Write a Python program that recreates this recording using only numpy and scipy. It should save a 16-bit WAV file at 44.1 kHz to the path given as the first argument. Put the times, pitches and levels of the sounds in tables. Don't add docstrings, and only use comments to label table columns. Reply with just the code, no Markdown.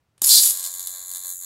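import sys
import numpy as np
from scipy import signal
from scipy.fft import rfft, irfft, next_fast_len
from scipy.io import wavfile
from scipy.ndimage import uniform_filter1d, minimum_filter1d

SR = 44100
rng = np.random.default_rng(int(sys.argv[2]) if len(sys.argv) > 2 else 0)


def persist_wave(psi):
    counts = np.round(np.clip(psi, -1, 1) * 32767).astype(np.int16)
    wavfile.write(sys.argv[1], SR, np.atleast_2d(counts).T)


N = 63945
TIME = np.arange(N) / SR
SWITCH_HZ, SURGE_HZ, CUTOFF_HZ = 975.6, 90.56, 15750
STRIKE_S = .2188

# t/s, level/dB
BUZZ_ENVELOPE = [(.218, -66), (.225, -39), (.5, -41.5), (.6, -43), (.67, -41), (.71, -47.5), (.8, -43),
                 (.85, -48.5), (.96, -44), (1.06, -48), (1.16, -42.5), (1.21, -49.5), (1.26, -42),
                 (1.33, -49.5), (1.36, -82), (1.4, -65), (1.415, -50.5), (1.45, -48)]


def from_db(db):
    return 10 ** (np.asarray(db) / 20)


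def rms_one(x):
    return x / np.sqrt(np.mean(x ** 2) + 1e-20)


def envelope(rows):
    return from_db(np.interp(TIME, *np.transpose(rows), left=-np.inf))


def drift(rate_hz):
    return rms_one(np.interp(TIME * rate_hz, np.arange(N), rng.standard_normal(N)))


def impulses(rows):
    seconds, db = np.transpose(rows)
    return np.bincount((seconds * SR).astype(int), from_db(db), N)


def colour(x, points):
    size = next_fast_len(N) * 2
    hz, db = np.transpose(points)
    freqs = np.maximum(np.arange(size // 2 + 1) * SR / size, 1)
    gain = from_db(np.interp(np.log(freqs), np.log(hz), db))
    cepstrum = irfft(np.log(gain))
    cepstrum[1:size // 2] *= 2
    cepstrum[size // 2 + 1:] = 0
    return irfft(rfft(x, size) * np.exp(rfft(cepstrum)))[:N]


def disperse(x, mean_delay_s):
    size = next_fast_len(N) * 2
    freqs = np.arange(size // 2 + 1) * SR / size
    knots_hz = np.arange(0, SR / 2, 250)
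    delay = np.interp(freqs, knots_hz, mean_delay_s * rng.exponential(1, len(knots_hz)))
    phase = 2 * np.pi * np.cumsum(delay) * SR / size
    return irfft(rfft(x, size) * np.exp(-1j * phase))[:N]


def resonate(x, rings):
    out = x
    for hz, width_hz, db in rings:
        radius = np.exp(-np.pi * width_hz / SR)
        forward = np.array([1, 0, -1]) * (1 - radius ** 2) / 2
        feedback = [1, -2 * radius * np.cos(2 * np.pi * hz / SR), radius ** 2]
        out = out + from_db(db) * signal.lfilter(forward, feedback, x)
    return out


def switching(surge, spread_s, base=0, noise=0, lag_s=0):
    lead_s, uneven_db = .0009, 1.3
    harmonics = range(1, int(CUTOFF_HZ / SWITCH_HZ) + 1)
    pulses = rms_one(sum(np.cos(2 * np.pi * k * SWITCH_HZ * TIME) for k in harmonics))
    cycle = np.round(TIME * SWITCH_HZ).astype(int)
    surges_s = np.arange(0, N / SR, 1 / SURGE_HZ) - lead_s + lag_s
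    surging = np.isin(cycle, np.round(surges_s * SWITCH_HZ))
    strength = surge * from_db(uneven_db * rng.standard_normal(N))[cycle]
    return disperse(pulses * (base + surging * strength), spread_s) + noise * rng.standard_normal(N)


def room_air():
    # f/Hz, level/dB
    spectrum = [(25, -24), (45, -23), (76, -5), (115, -9), (155, -11), (200, -21), (500, -24), (1000, -26),
                (2000, -31), (15000, -45)]
    return from_db(-70) * rms_one(colour(rng.standard_normal(N), spectrum))


def switch_ticks():
    # t/s, relative level/dB
    ticks = [(.1792, -29), (.1938, -37), (.2128, -33)]
    # f/Hz, level/dB
    spectrum = [(150, 0), (700, -1), (3400, 1), (6000, -4), (9500, 6), (15000, -21)]
    return colour(disperse(impulses(ticks), mean_delay_s=.0015), spectrum)


def core_whine():
    # t/s, level/dB
    levels = [(.218, -12), (.222, -27.5), (.55, -35.5), (.67, -47), (.72, -38), (.81, -38), (.92, -39),
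              (1.02, -43.5), (1.1, -38), (1.16, -35), (1.21, -44), (1.26, -32), (1.32, -34.5),
              (1.39, -42.5), (1.45, -36.5)]
    # f/Hz, level/dB
    response = [(3000, -58.5), (5600, -25), (6500, -2.5), (7700, -6), (8300, -8), (9300, 0), (10000, -5),
                (10700, -6.5), (11300, -8), (12500, 0), (13300, -10), (14100, -9), (14800, -16),
                (15700, -9.5)]
    drive = switching(surge=5.2, spread_s=.0003, base=.75, noise=.9)
    return envelope(levels) * rms_one(colour(drive, response))


def arc_buzz():
    # f/Hz, level/dB
    spectrum = [(100, -34), (250, -7.5), (450, -5), (600, 0), (1050, -5), (1300, -14), (1600, -2),
                (2150, -5), (2600, -17), (3050, -17), (3600, 4), (4250, 7.5), (4800, -6), (5400, -9),
                (8000, -5.5)]
    heating = switching(surge=10, spread_s=.0009, base=.2, noise=1, lag_s=.0007)
    return envelope(BUZZ_ENVELOPE) * rms_one(colour(heating, spectrum))


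def buzz_sidebands():
    # f/Hz, level/dB relative to the buzz
    sidebands = [(1066.2, -19), (1589, -22), (2041.8, -21)]
    waver_db = 2
    tones = 0
    for hz, db in sidebands:
        amplitude = np.sqrt(2) * from_db(db + waver_db * drift(rate_hz=40))
        tones += amplitude * np.sin(2 * np.pi * (hz * TIME + rng.random()))
    return envelope(BUZZ_ENVELOPE) * tones


def arc_snaps():
    # t/s, relative level/dB
    discharges = [(.2187, -1), (.2203, -7), (.4548, -1), (.4632, -4), (.4748, -2), (.5073, -3),
                  (.5738, -11), (.5953, -12), (.6064, -14), (.6406, -10), (.6518, -14), (.6627, -13),
                  (.6733, -12), (.7397, -13.5), (.7512, -20), (.7952, -13.5), (.8056, -17), (.8283, -19),
                  (.872, -7.5), (.874, -13), (1.1148, -14), (1.148, -19), (1.159, -18), (1.1705, -17)]
    # f/Hz, level/dB
    spectrum = [(200, -39), (1000, -11.5), (2600, -15), (3700, 7), (5500, 2), (7300, 11), (9000, 9.5),
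                (11300, 16), (13500, 7.5), (15700, -9)]
    return colour(disperse(impulses(discharges), mean_delay_s=.0004), spectrum)


def strike_pop():
    # f/Hz, level/dB
    spectrum = [(40, -28), (130, -13), (190, 0), (290, 6), (450, 0), (700, -9), (850, 6), (980, -2),
                (1180, 3), (1400, -12), (2800, -9), (4000, 0), (6000, -4), (9000, -20)]
    decay_s, rms_db = .0025, -28
    pulse = disperse(impulses([(STRIKE_S, 0)]), decay_s / 2)
    pop = colour(pulse, spectrum)
    return from_db(rms_db) * np.sqrt(decay_s * SR) * pop / np.linalg.norm(pop)


def core_harmonics():
    # harmonic number, rms level/dB
    harmonics = [(7, -58), (8, -58), (9, -53), (10, -55), (11, -57)]
    tones = 0
    for k, db in harmonics:
        tones += np.sqrt(2) * from_db(db) * np.sin(2 * np.pi * (k * SWITCH_HZ * TIME + rng.random()))
    return (TIME > STRIKE_S) * tones


def core_ping():
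    # f/Hz, level/dB
    resonance = [(5800, -35), (6800, -3), (7300, 0), (8100, -22), (11000, -40)]
    blows = switching(surge=1, spread_s=.00005)
    return (TIME > STRIKE_S) * from_db(-42.5) * rms_one(colour(blows, resonance))


def sparks(flicker_db):
    sparks_per_s, spread_db = 9000, 1.5
    fires = rng.random(N) < sparks_per_s / SR
    sign = rng.choice([-1, 1], N)
    size_db = spread_db * rng.standard_normal(N) + flicker_db * drift(SWITCH_HZ)
    return fires * sign * from_db(size_db)


def arc_hiss():
    # t/s, level/dB
    levels = [(.222, -51), (.232, -31), (.243, -10.5), (.25, -22.5), (.261, -26), (.265, -20.5),
              (.278, -14.5), (.29, -19), (.4, -19.5), (.41, -18), (.45, -16.5), (.48, -21.5), (.5, -20),
              (.525, -34.5), (.57, -36.5), (.66, -27), (.69, -42), (.88, -46.5), (.93, -59)]
    # f/Hz, level/dB
    spectrum = [(120, -84), (200, -37.5), (786, -33), (1050, -32), (1290, -35), (1600, -27.5),
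                (2580, -21.5), (3640, -13.5), (4220, -10.5), (6190, -7.5), (7290, 1.5), (8440, -3.5),
                (9250, -1), (9950, -9), (11100, -6), (13800, -9.5), (15700, -11)]
    return envelope(levels) * rms_one(colour(sparks(flicker_db=4), spectrum))


def arc_sizzle():
    # t/s, level/dB
    levels = [(.23, -41), (.24, -17), (.255, -23), (.272, -13), (.3, -21.5), (.4, -22), (.42, -17),
              (.5, -18.5), (.53, -40), (.57, -55), (.7, -44)]
    # f/Hz, level/dB
    spectrum = [(5000, -47.5), (10000, -14.5), (10500, 4), (11050, 3), (11550, -3), (12200, -1.5),
                (13000, -29), (16000, -54)]
    # f/Hz, bandwidth/Hz, level/dB
    rings = [(11270, 5.6, -9), (12200, 20, 4), (11650, 7.9, -15)]
    sizzle = colour(sparks(flicker_db=4), spectrum)
    return envelope(levels) * rms_one(resonate(sizzle, rings))


def arc_flare():
    # t/s, level/dB
    levels = [(.28, -66), (.289, -13), (.33, -11), (.385, -11.5), (.405, -21), (.44, -34), (.48, -30),
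              (.53, -57), (.6, -94)]
    # f/Hz, level/dB
    spectrum = [(120, -83), (500, -45), (1500, -29.5), (2700, -23), (3300, -10), (3900, 2.5), (4700, 2),
                (5600, -3), (6400, -3.5), (7500, 2), (8400, -4.5), (9300, 3.5), (10500, -12), (12000, -7.5),
                (13400, 2.5), (14500, -19), (15700, -14)]
    # f/Hz, bandwidth/Hz, level/dB
    rings = [(4195, 25, 3), (4683, 25, 3), (5347, 15, 6), (8900, 20, 4), (9249, 10, 13)]
    flare = colour(sparks(flicker_db=.5), spectrum)
    return envelope(levels) * rms_one(resonate(flare, rings))


def room(x):
    # delay t/s, level/dB relative to the direct sound
    reflections = [(.0017, -14), (.0023, -12), (.007, -16)]
    t60_s, tail_db = .28, -3.5
    tail = rng.standard_normal(N) * from_db(-60 * TIME / t60_s)
    response = from_db(tail_db) * tail / np.linalg.norm(tail)
    response[0] = 1
    for delay_s, db in reflections:
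        response[int(delay_s * SR)] += from_db(db)
    return signal.fftconvolve(x, response / np.linalg.norm(response))[:N]


def scene():
    air = room_air()
    sources = switch_ticks() + core_whine() + core_ping() + arc_buzz()
    sources += arc_hiss() + arc_sizzle() + arc_flare() + arc_snaps()
    return (room(sources) + strike_pop() + core_harmonics() + buzz_sidebands() + air)[None]


def record(dry):
    ceiling, window_s = .85, .002
    span = int(window_s * SR)
    needed_gain = ceiling / np.maximum(np.abs(dry), ceiling)
    gain = uniform_filter1d(minimum_filter1d(needed_gain, span), span)
    lowpass = signal.ellip(12, .1, 80, CUTOFF_HZ, fs=SR, output="sos")
    return signal.sosfilt(lowpass, gain * dry)


dry = scene()
out = record(dry)
persist_wave(out)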